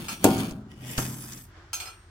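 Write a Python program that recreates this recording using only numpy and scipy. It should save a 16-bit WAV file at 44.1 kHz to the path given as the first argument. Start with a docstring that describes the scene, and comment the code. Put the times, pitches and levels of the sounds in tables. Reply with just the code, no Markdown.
"""A thin steel rod goes down the filler neck of a steel fuel tank, in close stereo: it clinks on the rim,
scrapes, and strikes so that the tank booms; drawn up, it catches once, then clinks and chatters at the neck.
Blows and clinks are decaying modes and noise bursts; the scrapes are dense stick-slip impulses through
resonances, with a tank drone. A distant engine, two unsteady tones, hums underneath in the outdoor air."""
import sys
import numpy as np
from scipy import signal
from scipy.fft import rfft, irfft, next_fast_len
from scipy.io import wavfile
from scipy.ndimage import map_coordinates

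SR = 44100
rng = np.random.default_rng(int(sys.argv[2]) if len(sys.argv) > 2 else 0)


def generate_wav(sig):
    """Save sig (samples, or channels by samples) to the path in sys.argv[1] as 16-bit PCM at SR."""
    pcm = np.round(np.clip(np.atleast_2d(sig).T, -1, 1) * 32767).astype(np.int16)
    wavfile.write(sys.argv[1], SR, pcm)


N = 92610

# Ringing modes of the rod. Each row: frequency in Hz, relative level in dB.
ROD_MODES = [(1325, -8.5), (2420, -6), (2730, -23.5), (3180, -11.5), (4264, -0.5), (5080, -0.5),
             (6390, 2.5), (7070, -27), (7300, -7.5), (7870, -8.5), (8300, -6), (8610, -10), (9400, -9),
             (10070, -4), (11830, -7), (12700, -8), (13570, -20), (13800, -11), (14560, -9.5),
             (15420, -18.5)]
# Drawing the rod up. Each row: time in seconds, scrape in dB before the stroke's gains, tank drone in dB.
UP_STROKE = [(0.78, -72, -49), (0.92, -45.5, -43), (0.964, -52.5, -52), (0.99, -38.5, -36),
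             (1.08, -44.5, -38.5), (1.21, -49.5, -45), (1.39, -52, -50), (1.44, -57, -55.5),
             (1.5, -75.5, -59.5)]


def amp(db):
    """Decibels to gain."""
    return 10 ** (np.asarray(db) / 20)


def unit(x):
    """Scale to rms 1."""
    return x / np.sqrt(np.mean(x ** 2) + 1e-20)


def along(points, hz):
    """Read (Hz, value) points at hz, on a log frequency axis."""
    f, v = np.transpose(points)
    return np.interp(np.log(hz + 1), np.log(f + 1), v)


def gains(rows):
    """One gain per sample for each dB column, falling 500 dB a second outside the rows."""
    s, *columns = np.transpose(rows)
    t = np.arange(N) / SR
    outside_db = 500 * np.abs(t - np.clip(t, s[0], s[-1]))
    return [amp(np.interp(t, s, column) - outside_db) for column in columns]


def filtered(x, response):
    """Multiply the spectrum of x by a response of frequency."""
    m = next_fast_len(N + SR // 2)
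    return irfft(rfft(x, m) * response(np.fft.rfftfreq(m, 1 / SR)), m)[..., :N]


def noise(colour):
    """Stereo noise of rms 1, alike in the bass and unrelated in the treble."""
    # Each row: frequency in Hz, correlation between left and right.
    likeness = [(100, 0.99), (300, 0.95), (600, 0.88), (1200, 0.22), (3000, 0)]

    def mid_side(hz):
        angle = np.arccos(np.clip(along(likeness, hz), -1, 1)) / 2
        return amp(along(colour, hz)) * [np.cos(angle), np.sin(angle)]

    mid, side = filtered(rng.standard_normal((2, N)), mid_side)
    return unit(np.array([mid + side, mid - side]))


def fade(t60, attack_s=0.0001):
    """A fast rise and an exponential decay of 60 dB in t60 seconds."""
    t = np.arange(N) / SR
    return np.exp(-np.log(1000) * t / t60) * (1 - np.exp(-t / attack_s))


def add(out, s, x):
    """Mix x in from time s."""
    i = max(0, round(s * SR))
    out[:, i:] += x[:, :N - i]


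def wobble(rate):
    """A smooth random curve, rate knots a second."""
    return map_coordinates(rng.standard_normal(2000), [np.arange(N) * rate / SR], mode="mirror")


def resonate(x, modes, width_hz, lowest_hz=9000):
    """Pass x through modes widened by the contact, which damps those under lowest_hz."""
    def response(f):
        power = 0
        for hz, db in modes:
            damping = 1 + (lowest_hz / hz) ** 8
            power = power + amp(2 * db) / damping / (1 + ((f - hz) / width_hz) ** 2) ** 2
        return np.sqrt(power)

    return filtered(x, response)


def steel(x):
    """Colour x with a crowd of small, irregularly spaced resonances, to rms 1."""
    ripple_db, spacing_hz = 5, 34

    def bumps(hz):
        return map_coordinates(rng.standard_normal(2000), [hz / spacing_hz], mode="mirror")

    return unit(filtered(x, lambda hz: amp(ripple_db * np.array([bumps(hz), bumps(hz)]))))


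def slips(per_s=1900):
    """A dense train of tiny stick-slip impulses of uneven size."""
    sizes = amp(np.clip(rng.standard_normal(N), -2, 2))  # about 1 dB of spread
    return unit((rng.random(N) < per_s / SR) * sizes * rng.standard_normal(N))


def rasp(grit, per_s, patchy_db=2):
    """Three contact points slip, each with its own ring and changing pressure."""
    total = 0
    for _ in range(3):
        grain = (noise(grit) * fade(.007))[:, :SR // 20]
        scrape = signal.fftconvolve(slips(per_s)[None], grain, axes=1)[:, :N]
        total = total + steel(scrape) * amp(patchy_db * wobble(14.9))
    return unit(total)


def hum(waver_rad=0.22):
    """A distant engine's slightly unsteady tones over the outdoor air."""
    # Each row: tone in Hz, rms level in dB.
    tones = [(45, -59.5), (88, -59)]
    # Each row: frequency in Hz, relative level of the air noise in dB.
    air_colour = [(20, -23), (45, -8), (85, 4.5), (160, -12.5), (350, -24), (600, -32), (1400, -27.5),
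                  (7000, -35.5), (15000, -60.5)]
    t = np.arange(N) / SR
    out = amp(-54.5) * noise(air_colour)
    for hz, db in tones:
        phase = 2 * np.pi * hz * t + waver_rad * wobble(12)
        out = out + amp(db) * np.sqrt(2) * np.sin(phase)
    return out


def rub():
    """The raised rod leans on the neck and rubs faintly."""
    # Each row: time in seconds, level in dB.
    pressure = [(1.48, -61.5), (1.58, -52), (1.7, -58), (1.87, -57.5), (2.02, -59), (2.1, -62)]
    # Each row: frequency in Hz, relative level in dB.
    rub_colour = [(200, -30.5), (345, 5), (450, -10), (1600, -3.5), (2700, -16.5), (5500, -19.5),
                  (12000, -43.5)]
    return gains(pressure)[0] * noise(rub_colour)


def ticks():
    """Short snags of the rod on the thread of the neck, each a decaying noise burst."""
    # Each row: start in seconds, level in dB.
    snags = [(0.352, -44), (0.3805, -33.5), (0.3865, -37), (0.481, -47.5), (0.51, -39.5), (0.977, -28.5),
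             (1.3213, -37.5), (1.3317, -36.5), (1.376, -42)]
    colour = [(300, -35.0), (1500, -12), (6500, 13.5), (15000, -11.5)]  # (Hz, relative dB)
    out = np.zeros((2, N))
    for s, db in snags:
        add(out, s, amp(db) * noise(colour) * fade(.035))
    return out


def cavity(hz=126, db=-1, swing_db=3):
    """While the rod is drawn up it keeps a low tank tone sounding, unsteady in level and phase."""
    phase = 2 * np.pi * hz * np.arange(N) / SR + .5 * wobble(10.4)
    level = amp(db + swing_db * wobble(10.32)) * gains(UP_STROKE)[1]
    return level * np.sqrt(2) * np.sin(phase)


def grip():
    """The glove takes hold of the rod and drags it along the neck in coarse slips."""
    # Each row: time in seconds, level in dB.
    drag = [(0.695, -65), (0.716, -55), (0.754, -63), (0.81, -55), (0.855, -44.5), (0.926, -44.5),
            (0.97, -42.5), (1.03, -45.5)]
    # Each row: frequency in Hz, relative level in dB.
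    drag_colour = [(250, 10.5), (620, 17), (1000, -34.5), (1800, 6.5), (2250, 14.5), (3500, 3),
                   (3900, -15.5), (5300, 10.5), (7000, -8.5), (9800, 0.5), (12000, -18), (15500, -7.5)]
    return gains(drag)[0] * rasp(drag_colour, per_s=580)


def stroke(curve, grit, grit_db, sing_db, width_hz, per_s=700, groups=5):
    """Slips excite grit and the rod's upper modes, which come and go, and set the tank droning."""
    # Each row: frequency in Hz, relative level of the drone in dB.
    drone_colour = [(30, -33), (70, -8), (126, -3), (150, -1.5), (220, 1.5), (370, -9), (500, -19),
                    (1500, -20.5), (4000, -71.5)]
    sing_swing_db, judder_db = 4, 2.2
    scrape, drone = gains(curve)
    sing = 0
    for k in range(groups):  # each group of modes swells on its own
        ringing = resonate(np.array([slips(), slips()]), ROD_MODES[k::groups], width_hz)
        sing = sing + ringing * amp(sing_swing_db * wobble(14.9))
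    gritty = amp(grit_db + judder_db * wobble(50.98)) * rasp(grit, per_s)
    return scrape * (gritty + amp(sing_db) * unit(sing)) + drone * noise(drone_colour)


def stroke_down():
    """The rod slides down the neck: more grit than singing modes."""
    # Each row: time in seconds, scrape in dB before the stroke's gains, tank drone in dB.
    down_stroke = [(0, -44.5, -35), (0.06, -56, -44.5), (0.13, -48, -41.5), (0.19, -59.5, -50),
                   (0.238, -47.5, -34), (0.25, -35.5, -28), (0.34, -43, -29.5), (0.41, -44.5, -28),
                   (0.5, -56, -38), (0.6, -74.5, -46.5), (0.76, -105.5, -50.5)]
    # Each row: frequency in Hz, relative level in dB.
    down_grit = [(300, -32), (800, -15), (1400, -2.5), (1900, -23), (2300, 4), (3200, -9.5), (4200, -9),
                 (9000, -13.5), (15500, -14.5)]
    return stroke(down_stroke, down_grit, grit_db=7.0, sing_db=-6.5, width_hz=90)


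def stroke_up():
    """The rod is drawn up the neck: its modes sing closer to the level of the grit."""
    # Each row: frequency in Hz, relative level in dB.
    up_grit = [(300, -11.5), (550, -14.5), (1500, -2), (3200, -6), (4000, -9), (5500, -4.5), (9500, -5.5),
               (15500, -12)]
    return stroke(UP_STROKE, up_grit, grit_db=3.5, sing_db=1, width_hz=95)


def chatter(length_s, mean_gap_s=.002, rebound_db=-9):
    """One firm contact, then uneven rebounds that die out after length_s; energy 1."""
    t = np.arange(N) / SR
    hits = rng.random(N) < 1 / (mean_gap_s * SR)
    contacts = hits * rng.standard_normal(N) * amp(rebound_db) * np.exp(-(t / length_s) ** 4)
    contacts[0] = 1
    return contacts / np.linalg.norm(contacts)


def clinks():
    """Each contact on the rim taps and rings the rod's bending modes and the neck; the free length rings on."""
    # Each row: start in seconds, level in dB, treble tilt in dB per octave, chatter length in seconds.
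    rim_contacts = [(0.084, -32, -1.5, 0.026), (0.116, -47.5, 1.5, 0.012), (1.7312, -30, 1.5, 0.015),
                    (1.8007, -35.5, -1, 0.018), (1.825, -44.5, -1, 0.04), (1.856, -40, -3, 0.027)]
    # Each row: frequency in Hz, relative level of the neck in dB.
    neck_colour = [(300, -24), (820, -1.5), (1020, -6.5), (1330, 2.5), (1950, -11), (2600, 1), (3800, -8.5),
                   (5000, -7), (9000, -12.5), (15500, -15.5)]
    # The free length of the rod. Each row: frequency in Hz, relative level in dB.
    free_modes = [(5720, 12.5), (8570, 13.5), (11710, 3)]
    ring_db, buzz_db, neck_db, tap_db, free_db = -6, -2, -3, 0, -28
    ring_t60_s, damping = 0.18, 0.6  # at 4000 Hz; how fast higher modes die sooner
    t = np.arange(N) / SR
    neck_fade = amp(neck_db) * fade(0.3) + amp(tap_db) * fade(0.019)

    def sine(hz):
        return np.sin(2 * np.pi * (hz * t + rng.random((2, 1))))

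    out = np.zeros((2, N))
    for s, db, tilt_db, length_s in rim_contacts:
        def tilted(points):
            return [(hz, level + tilt_db * np.log2(hz)) for hz, level in points]

        modes = tilted(ROD_MODES)
        ring = sum(amp(level) * sine(hz) * fade(ring_t60_s * (4000 / hz) ** damping)
                   for hz, level in modes)
        ring = ring / np.std(ring[:, :SR // 20])
        neck = steel(noise(tilted(neck_colour))) * neck_fade
        free = sum(amp(level) * sine(hz) for hz, level in free_modes) * fade(.6)
        # modes blurred by the contact
        blurred = resonate(rng.standard_normal((2, N)), modes, width_hz=60, lowest_hz=944)
        buzz = unit(blurred) * fade(0.18)
        contact = amp(ring_db) * ring + amp(buzz_db) * buzz + neck + amp(free_db) * free
        clink = signal.fftconvolve(chatter(length_s)[None], contact, axes=1)[:, :N]
        add(out, s, amp(db) * clink)
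    return out


def tank_boom():
    """The tank's modes ring together, the higher ones dying sooner; rms 1 over the first 50 ms."""
    # Each row: mode in Hz, relative level in dB.
    tank_modes = [(106, -40), (125, -36.5), (162, -38), (209, -29), (265, -27.5), (302, -41), (334, -37),
                  (387, -35.5), (412, -39.5), (506, -47), (571, -46.5), (637, -37.5), (753, -35.5),
                  (799, -39), (924, -39), (1053, -47.5), (1190, -59.5), (1425, -45)]
    t60_s, damping = 0.55, 0.14  # at 200 Hz; how fast higher modes die sooner
    t = np.arange(N) / SR
    boom = np.zeros(N)
    for k, (hz, db) in enumerate(tank_modes):
        decay = fade(t60_s * (200 / hz) ** damping, attack_s=0.00225)
        boom += (-1) ** k * amp(db) * np.sin(2 * np.pi * hz * t) * decay
    return boom / np.std(boom[:SR // 20])


def soften(x, bright_hz):
    """Two equal one-pole low-passes: softer blows are duller."""
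    return filtered(x, lambda hz: 1 / (1 + 1j * hz / bright_hz) ** 2)


def knocks():
    """Each blow on the tank cracks, thuds and rattles the sheet steel, and booms; the rod shivers on."""
    # Each row: start in seconds, levels of boom, crack and sheet rattle in dB, low-pass corner in Hz.
    blows = [(0.2423, -17.5, -10.5, -12, 15500), (0.263, -30.5, -29, -17.5, 1480),
             (0.2869, -39, -28, -27, 900), (0.512, -34.5, -25, -50.5, 414), (0.57, -32, -63, -59, 229),
             (0.9805, -40, -19.5, -33.5, 3840), (0.987, -62, -22, -34, 1966)]
    # Each row: frequency in Hz, relative level of the sheet rattle in dB.
    sheet_colour = [(30, -28), (150, -41.5), (280, 16.5), (600, 10), (1000, 3), (1400, -14), (2000, -45.5),
                    (15000, -55.5)]
    # Each row: frequency in Hz, relative level of the crack in dB.
    crack_colour = [(100, 10.5), (500, -14.5), (1400, 7), (1900, -3), (2600, 1.5), (4000, -4), (7500, 6.5),
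                    (15500, 1.5)]
    t = np.arange(N) / SR
    boom = tank_boom()
    thud = -amp(12) * np.sin(2 * np.pi * 400 * t) * fade(.02, attack_s=0.0037)
    shiver_tone = amp(-4) * np.sin(2 * np.pi * 12495 * t)  # the shiver's one clear tone
    crack_fade = fade(.022) + amp(-14) * fade(0.19)  # the crack, then the shiver
    out = np.zeros((2, N))
    for s, boom_db, crack_db, sheet_db, bright_hz in blows:
        crack = unit(soften(noise(crack_colour) + shiver_tone, bright_hz)) * crack_fade
        rattle = noise(sheet_colour) * fade(0.15, attack_s=.0006)
        body = amp(boom_db) * boom + amp(sheet_db) * (thud + rattle)
        add(out, s, soften(body, bright_hz) + amp(crack_db) * crack)
    return out


def scene():
    """All sources at the two microphones."""
    background = hum() + rub() + ticks()
    sliding = cavity() + grip() + stroke_down() + stroke_up()
    return background + sliding + clinks() + knocks()


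def record(dry):
    """Each microphone has its own colour, the left hears first; nothing is kept above the band limit."""
    balance = [(60, -0.5), (300, 1.3), (1200, 2), (2200, -4.5), (3200, 10), (4500, -5),
               (6500, 0), (9000, -3.0), (14000, 0)]  # (Hz, left over right dB)
    lead_s, top_hz = .00006, 15900
    side = np.array([[.5], [-.5]])  # half the difference to each microphone

    def microphones(hz):
        return amp(side * along(balance, hz)) * np.exp(2j * np.pi * hz * side * lead_s)

    return filtered(filtered(dry, microphones), lambda hz: hz < top_hz)


dry = scene()
out = record(dry)
generate_wav(out)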